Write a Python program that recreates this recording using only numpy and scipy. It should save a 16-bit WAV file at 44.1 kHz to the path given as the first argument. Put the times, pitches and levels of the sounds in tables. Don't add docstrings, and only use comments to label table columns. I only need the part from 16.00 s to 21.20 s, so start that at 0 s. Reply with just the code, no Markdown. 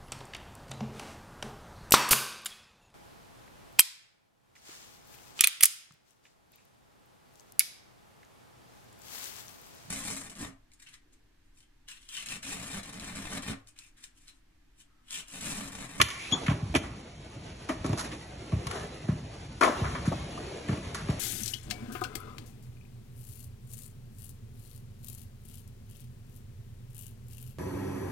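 import sys
import numpy as np
from scipy import signal
from scipy.fft import rfft, irfft, next_fast_len
from scipy.io import wavfile
from scipy.ndimage import uniform_filter1d, map_coordinates

SR = 44100
rng = np.random.default_rng(int(sys.argv[2]) if len(sys.argv) > 2 else 0)


def transcribe(signal):
    frames = np.atleast_2d(signal).T
    limited = np.clip(frames, -1, 1)
    pcm = np.round(limited * 32767).astype(np.int16)
    wavfile.write(sys.argv[1], SR, pcm)


def volts_from_db(level):
    exponent = np.asarray(level, float) / 20
    return 10 ** exponent


N = 229128


def unit(x):
    return x / np.sqrt(np.mean(x ** 2) + 1e-20)


def along(points, hz):
    f, v = np.transpose(points)
    return np.interp(np.log(hz + 1), np.log(f + 1), v)


def curves(rows):
    s, *cols = np.transpose(rows)
    return [np.interp(np.arange(N) / SR, s, c) for c in cols]


def wobble(rate):
    knots = rng.standard_normal(int(N * rate / SR) + 4)
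    return map_coordinates(knots, [np.arange(N) * rate / SR])


def filtered(x, response):
    m = next_fast_len(x.shape[-1] + 4096)
    return irfft(rfft(x, m) * response(np.fft.rfftfreq(m, 1 / SR)), m)[..., :x.shape[-1]]


def shaped(x, spectrum):
    return filtered(x, lambda hz: volts_from_db(along(spectrum, hz)))


def resonant(modes):
    def response(f):
        total = 0
        for k, (c, w, db) in enumerate(modes):
            total = total + (-1) ** k * volts_from_db(db) * 1j * f * w / (c * c - f * f + 1j * f * w)
        return total
    return response


def gritty(length, grain_db):
    grains = np.minimum(rng.exponential(size=length // 40 + 1), 3)
    size = volts_from_db(grain_db * grains).repeat(40)[:length]
    return unit(size * rng.standard_normal((2, length)))


def patchy(x, depth_db):
    z = signal.stft(x, nperseg=2048)[2]
    field = uniform_filter1d(rng.standard_normal(z.shape[1:]), size=3, axis=0)
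    field = uniform_filter1d(field, size=4, axis=1)
    return unit(signal.istft(z * volts_from_db(depth_db * unit(field)), nperseg=2048)[1][:, :N])


def add(track, s, x):
    x = x[..., max(0, -round(s * SR)):]
    at = int(np.clip(round(s * SR), 0, N))
    track[..., at:at + x.shape[-1]] += x[..., :track.shape[-1] - at]


# time in seconds, rumble level in dB.
TOWN_SWELLS = [(0.0, -52.5), (0.72, -40), (1.11, -50.5), (2.07, -43), (2.25, -48.5), (3.7, -45.5),
               (4.05, -40), (4.55, -47), (5.19, -42)]
# time in seconds, rolling level in dB.
ROLLING = [(0.0, -48), (0.42, -43.5), (0.55, -51), (1.07, -55), (1.42, -53.5), (1.78, -52), (1.91, -46),
           (2.23, -52.5), (2.56, -52.5), (2.72, -46), (2.99, -51), (3.32, -53), (3.64, -53.5), (3.79, -43),
           (3.84, -45), (4.15, -48.5), (5.03, -48.5), (5.19, -46)]
# frequency in Hz, density in dB per Hz.
RUMBLE_COLOUR = [(20, -61), (40, -3.5), (60, 2), (150, 1), (230, -5.5), (350, -20), (600, -73)]
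# frequency in Hz, density in dB per Hz.
WHEEL_COLOUR = [(150, -12), (300, 5), (500, 0), (720, -1), (900, -9), (1500, -40)]
# frequency in Hz, density in dB per Hz.
GRIT_COLOUR = [(500, 1), (900, 3.5), (1500, -1), (2300, 0.5), (3500, -3), (4800, -7.5), (7000, -16.5)]
# frequency in Hz, density in dB per Hz.
HISS_COLOUR = [(2500, -5.5), (4500, 0.5), (6000, -0.5), (7300, -1.5), (9000, -1), (10800, -2), (12500, -7)]


def yard():
    roll_db, = curves(ROLLING)
    mean_db = roll_db.mean()
    swing_db = roll_db - mean_db
    bumps = np.tanh(wobble(27))

    def layer(colour, grain_db):
        return unit(shaped(gritty(N, grain_db), colour))

    rumble_db = curves(TOWN_SWELLS)[0] + 1.0 + 2.6 * wobble(21.99)
    rumble = volts_from_db(rumble_db) * layer(RUMBLE_COLOUR, grain_db=0.1)
    drone_db = 2 + 1.26 * swing_db + 2.3 * bumps + 1.67 * wobble(30)
    drone = volts_from_db(drone_db) * patchy(layer(WHEEL_COLOUR, grain_db=1.0), depth_db=3.0)
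    grit_db = 1 + swing_db + 2.0 * bumps
    grit = volts_from_db(grit_db) * patchy(layer(GRIT_COLOUR, grain_db=0.5), depth_db=3.0)
    hiss_db = -3 + 0.91 * swing_db + 1.4 * bumps
    hiss = volts_from_db(hiss_db) * layer(HISS_COLOUR, grain_db=2.5)

    duck_db, duck_out_s, rumble_share = -18, 0.3, 0.24
    t = np.arange(N) / SR
    duck = volts_from_db(duck_db / (1 + (t / duck_out_s) ** 8))
    rolling = duck * drone + np.sqrt(duck) * grit + hiss
    return duck ** rumble_share * rumble + volts_from_db(mean_db) * rolling


# start in seconds, peak in dB, strongest
# frequency in Hz, delay of the first house front in seconds, its loss in dB.
BOUNCES = [(-.012, -25, 115, .031, 5), (.3165, -25, 170, .03, 9), (.752, -26, 130, .014, 2),
           (1.842, -27, 150, .025, 6), (.4812, -15, 148, .0264, 5.5), (.6216, -23, 122, .073, 7.5),
           (1.8922, -19.6, 141, .0288, 3.5), (2.524, -17, 122, .0317, 6), (2.6575, -30, 120, .03, 12),
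           (3.0859, -16, 157, .0321, 6.5), (3.2258, -34, 119, .03, 12), (3.811, -20.5, 115, .0332, 5),
           (3.9113, -32, 107, .09, 7), (4.0737, -15.5, 169, .0433, 11), (4.6877, -20, 163, .021, 8),
           (4.7182, -23, 140, .0135, 8), (4.775, -31, 167, .03, 12), (5.0886, -18.5, 138, .0487, 20)]


def ball():
    out, t = np.zeros((2, N)), np.arange(SR // 20) / SR
    cycles, lag_s = 2.37, .0046
    hz = cycles / (t + lag_s)
    wave = -np.cos(2 * np.pi * cycles * np.log(1 + t / lag_s))
    spread, echo_spread, echo_pitch = .52, .43, .93
    second_front, second_loss_db = 1.85, 8

    def thump(s, db, strongest_hz, octaves):
        skirt = octaves * np.where(hz > strongest_hz, 1.1, .95)
        add(out[0], s, volts_from_db(db) * wave * np.exp(-.5 * (np.log2(hz / strongest_hz) / skirt) ** 2))

    for s, db, strongest_hz, late, loss_db in BOUNCES:
        echo_hz, echo_db = echo_pitch * strongest_hz, db - loss_db
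        thump(s, db, strongest_hz, spread)
        thump(s + late, echo_db, echo_hz, echo_spread)
        thump(s + second_front * late, echo_db - second_loss_db, echo_hz, echo_spread)
    return out


# start in seconds, level in dB,
# brightness in octaves above 500 Hz, t60 in seconds.
RING_HITS = [
    (.001, -21, 1.44, 0.068),
    (.481, -27.5, 1.9, 0.044),
    (3.622, -21.5, 1.18, 0.18),
    (3.676, -27.5, .4, 0.05),
    (3.949, -34.5, 1.4, .18),
    (4.122, -33, 0.17, 0.076),
]
# start in seconds, level in dB, brightness in octaves above 500 Hz,
# t60 in seconds.
TICK_HITS = [(.015, -12, 2.29, .028), (.086, -38, 1.6, 0.065), (.104, -39, 2.8, 0.065), (.314, -41, 3, .16),
             (.761, -28, 2.13, 0.047), (1.862, -38, 1.12, 0.04), (2.118, -49, 1.66, 0.21),
             (2.67, -33, 1.17, 0.024), (2.712, -35.5, 1.9, .03), (4.946, -34.5, 1.47, 0.083),
             (5.1, -43.5, 1.73, 0.09)]
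# start in seconds, level in
# dB, brightness in octaves above 500 Hz, t60 in seconds.
THUD_HITS = [(.324, -39, 0.68, 0.084), (.512, -42.5, 1.9, 0.22), (.742, -38.5, 1.9, 0.069),
             (.755, -32.5, 0.93, .076), (1.694, -37.5, 0.39, 0.15), (1.707, -54, 0.42, 0.11),
             (1.845, -36.5, 1.3, 0.1), (1.892, -44, 0.54, 0.11), (1.931, -35.5, 0.35, 0.047),
             (2.521, -44, 1.42, 0.17), (3.086, -46, 1.33, 0.2), (3.658, -38.5, 2.8, 0.16),
             (3.685, -34.5, 0.96, 0.077), (4.692, -41.5, 1.45, 0.11), (4.73, -47, 1.3, 0.13),
             (4.77, -52.5, 1.73, 0.14), (5.087, -42, 0.9, 0.09)]
# start in seconds, level in dB, brightness in octaves above
# 500 Hz, t60 in seconds.
SLAM_HITS = [
    (.498, -38.5, 2.4, 0.09),
    (.751, -21.5, 1.96, 0.06),
    (.833, -46.5, 1.55, 0.34),
    (1.689, -33.5, 1.58, 0.17),
    (3.611, -21.5, 1.23, 0.071),
    (3.634, -19.5, 1.28, 0.059),
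    (3.645, -24.5, 1.03, 0.14),
    (3.844, -38, 1.16, 0.27),
    (4.376, -40, 0.65, 0.072),
    (4.685, -38.5, 1.75, 0.042),
]
# frequency in Hz, width in Hz, level in dB.
DECK_MODES = [(701, 45, -1), (944, 79, -3.5), (1133, 91.2, 4.5), (1368, 180, -2.5), (1767, 144, -3),
              (1972, 55, -1.5), (2288, 203, 0.5), (2760, 130, -2.5), (2990, 190, -0.5), (3530, 250, -1.5)]
# frequency in Hz, width in Hz, level in dB.
HOLLOW_MODES = [(255.5, 44.3, 3.5), (355, 197.7, -0.5), (444.4, 134, -3.5), (638, 66, -6)]


def clacks():
    out, t = np.zeros((2, N)), np.arange(SR // 4) / SR

    def clack(s, db, bright, t60, knock_db, crack_db):
        t60 = np.clip(t60, .015, .5)

        def rattle(fast):
            fall = volts_from_db(-60 * t * fast / t60) + 1.54 * volts_from_db(-60 * t / 0.0016)
            return gritty(len(t), grain_db=1.5) * fall * (1 - np.exp(-t / 0.0000533))

        struck = []
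        for hz, width, level in DECK_MODES:
            off = np.log2(hz / 500) - bright
            struck.append((hz, width, level + 1.2 * rng.normal() - 11 * off ** 2))
        plate = filtered(rattle(1), resonant(struck))
        knock = filtered(rattle(0.99), resonant(HOLLOW_MODES))
        crack = shaped(rattle(0.63), HISS_COLOUR)
        for part, rel_db in ((plate, 2.5), (knock, knock_db + 5.0), (crack, crack_db + 6.5)):
            even = np.sqrt(t60 * SR / 14) / np.linalg.norm(part[0])
            add(out, s - .0005, volts_from_db(db + rel_db) * part * even)

    kinds = ((RING_HITS, -12.5, -20.5), (TICK_HITS, -21, -3.5), (THUD_HITS, 6, -13.5), (SLAM_HITS, -6.5, -13))
    for hits, knock_db, crack_db in kinds:
        for s, db, bright, t60 in hits:
            clack(s, db, bright, t60, knock_db, crack_db)
    return out


# time in seconds, pitch in Hz, level in dB.
SLIDE = [
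    (.04, 2140, -52),
    (.1, 2040, -46),
    (.17, 2156, -47.5),
    (.26, 2450, -45),
    (.32, 2694, -53),
]
# multiple of the pitch, level in dB.
SLIDE_BANDS = [(1.0, 0), (1.45, -9), (2.9, -16)]


def grind():
    hz, db = curves(SLIDE)
    t, turn = np.arange(N) / SR, 2 * np.pi * np.cumsum(hz) / SR

    def band(k):
        return wobble(450 * k) * np.sin(k * turn) + wobble(450 * k) * np.cos(k * turn)

    def side():
        return sum(volts_from_db(band_db) * band(k) for k, band_db in SLIDE_BANDS)

    return volts_from_db(db) * (t < SLIDE[-1][0]) * np.array([side(), side()])


# start in seconds, length in seconds, level in dB, colour in Hz,
# fizz in dB over the body.
SCUFF_STROKES = [(.33, 0.076, -40, 910, -31), (0.461, 0.02, -34, 2059, -8.5), (0.487, .05, -34, 890, -14),
                 (0.743, 0.03, -31, 366, -23), (1.972, 0.073, -38.5, 1160, 3.5),
                 (2.037, 0.048, -45, 1500, 2.5), (2.108, 0.052, -45.5, 2180, -5.5),
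                 (2.701, 0.18, -43, 1160, -4), (3.607, 0.14, -28, 593, -32),
                 (3.629, 0.19, -36.5, 1155, -11.5), (4.114, 0.041, -34.5, 593, -30.5),
                 (0.104, 0.11, -46.5, 2180, -2), (.18, 0.21, -46, 2466, -1.5),
                 (4.696, 0.065, -46.5, 1520, -6.5), (3.831, .07, -37.5, 1218, -25),
                 (4.049, 0.063, -41.5, 1290, -1.5), (4.956, 0.096, -43.5, 1370, -6)]


def scuffs():
    out = np.zeros((2, N))
    for s, length, db, hz, fizz_db in SCUFF_STROKES:
        count = int(length * SR)
        stroke = np.sin(np.pi * (np.arange(count) / count) ** 0.59)
        colour = resonant([(hz, .8 * hz, 0)])
        body = unit(filtered(gritty(count, grain_db=-0.5), lambda f: colour(f) ** 2))
        fizz = unit(shaped(gritty(count, grain_db=2.5), HISS_COLOUR))
        add(out, s, volts_from_db(db) * stroke * (body + volts_from_db(fizz_db) * fizz))
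    return out


# time in seconds, pitch in Hz, level in dB.
SHOE_SQUEAK = [
    (.319, 3520, -50),
    (.324, 3400, -19),
    (.329, 3310, -20),
    (.343, 3430, -20),
    (.3495, 3450, -36),
    (.353, 3450, -31),
    (.356, 3400, -42),
    (.36, 3400, -33),
    (.39, 3400, -52),
]


def squeak():
    hz, db = curves(SHOE_SQUEAK)
    t = np.arange(N) / SR
    turn = 2 * np.pi * np.cumsum(hz * (1 + .007 * wobble(350))) / SR
    tone = np.sin(turn) + volts_from_db(-10 + 2.5 * wobble(250)) * np.sin(2 * turn)
    rough = 1 + .16 * wobble(500)
    sounding = (t > SHOE_SQUEAK[0][0]) * (t < SHOE_SQUEAK[-1][0])
    return volts_from_db(db) * rough * tone * sounding * np.array([[1], [.6]])


# frequency in Hz, t60 in seconds.
WALL_DECAY = [(100, 0.45), (1000, 0.95), (4000, 0.31), (10000, 0.41)]


def walls(x):
    hz, t, z = signal.stft(rng.standard_normal((2, SR // 2)), SR, nperseg=256)
    fall = volts_from_db(-60 * t / along(WALL_DECAY, hz)[:, None])
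    tail = signal.istft(z * fall, SR, nperseg=256)[1]
    tail = tail / np.linalg.norm(tail[0])
    late = np.pad(x, (700, 0))[None]
    return signal.fftconvolve(late, tail, axes=1)[:, :N]


# time in seconds, left over right in dB near 1 kHz.
SIDE_LEAN = [(0.0, -8), (0.23, 3), (0.3, -8.5), (1.3, 1.5), (2.2, -6.5), (2.23, 1), (2.6, -6), (2.69, 8.5),
             (2.93, -3), (3.44, 0.5), (3.57, -3), (3.6, 10.5), (3.79, 2.0), (5.19, 1.5)]
# frequency in Hz, half turns by which left leads.
PORT_LEAD = [(0, 0), (4000, .1), (4800, 1), (5000, 1.1), (5600, 1.95), (6800, 2.05), (7900, 2.95),
             (9800, 3.05), (11200, 4)]
# frequency in Hz, angle in radians of the part that differs.
PORT_WIDTH = [(60, 0.0093), (150, 0.015), (350, 0.214), (700, 0.65), (1200, 0.69), (1800, 0.35),
              (2600, 0.67), (3600, 0.64), (4300, 0.72), (11000, 0.72)]


def ports(pair):
    def lead(hz):
        return np.pi / 2 * np.interp(hz, *np.transpose(PORT_LEAD))

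    def share(hz):
        lock = np.where(hz > 4400, 0.33 + 0.6 * abs(np.sin(2 * lead(hz))), 1)
        angle = along(PORT_WIDTH, hz) * lock
        return np.array([np.cos(angle), np.sin(angle)])

    left_right = np.array([[1], [-1]])
    common, loose = filtered(pair, share)
    both = np.array([common + loose, common - loose])
    lean = np.tanh(curves(SIDE_LEAN)[0] * np.log(10) / 40) * left_right
    both = both + lean * filtered(both, lambda hz: np.exp(-np.log2((hz + 1) / 1080) ** 2 / 0.55))
    return filtered(both, lambda hz: np.exp(1j * lead(hz) * left_right))


def scene():
    bounce, scooter, shoe = ball(), clacks() + scuffs(), squeak()
    wet = volts_from_db(-15.0) * walls(scooter[0] + volts_from_db(-5) * shoe[0]) + volts_from_db(-14.5) * walls(bounce[0])
    return ports(scooter + shoe + bounce + wet + yard() + grind())


def thin_treble(x, weaker_db, masked_db, faint_db):
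    frames = dict(window="cosine", nperseg=2048, noverlap=1024)
    hz, _, z = signal.stft(np.array([x[0] + x[1], x[0] - x[1]]) / 2, SR, **frames)
    hz, lines = hz[:1024, None], abs(z[:, :1024]) ** 2

    def banded(size):
        return np.repeat(lines.reshape(2, 1024 // size, size, -1).mean(2), size, axis=1)

    power = banded(size=16)
    treble = power[:, 200:500].mean((0, 1))
    attack = treble > 3 * np.roll(treble, 1)
    weak = (power < volts_from_db(2 * weaker_db) * power[::-1]) & (hz > 1500) & ~attack
    masked = (power < volts_from_db(2 * masked_db) * treble) & (hz > 4000)
    floor_db = faint_db - 5 * (hz < 9600)
    floor = volts_from_db(2 * floor_db) * np.sqrt(treble * np.median(treble))
    faint = (banded(size=4) < floor) & (hz > 3500) & ~attack
    z[:, :1024][weak | masked | faint] = 0
    mid, side = signal.istft(z, SR, **frames)[1][:, :N]
    return np.array([mid + side, mid - side])


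def band_limit(x):
    return signal.sosfilt(signal.butter(12, 12490, fs=SR, output="sos"), x)


# frequency in Hz, gain in dB.
BAND_EDGE = [(10900, 0), (11300, -6), (12100, -10), (12600, -77)]


def record(dry):
    edged = shaped(dry, BAND_EDGE)
    mix = thin_treble(edged, weaker_db=-6.5, masked_db=-10, faint_db=-3.5)
    return band_limit(mix)


dry = scene()
out = record(dry)
transcribe(out)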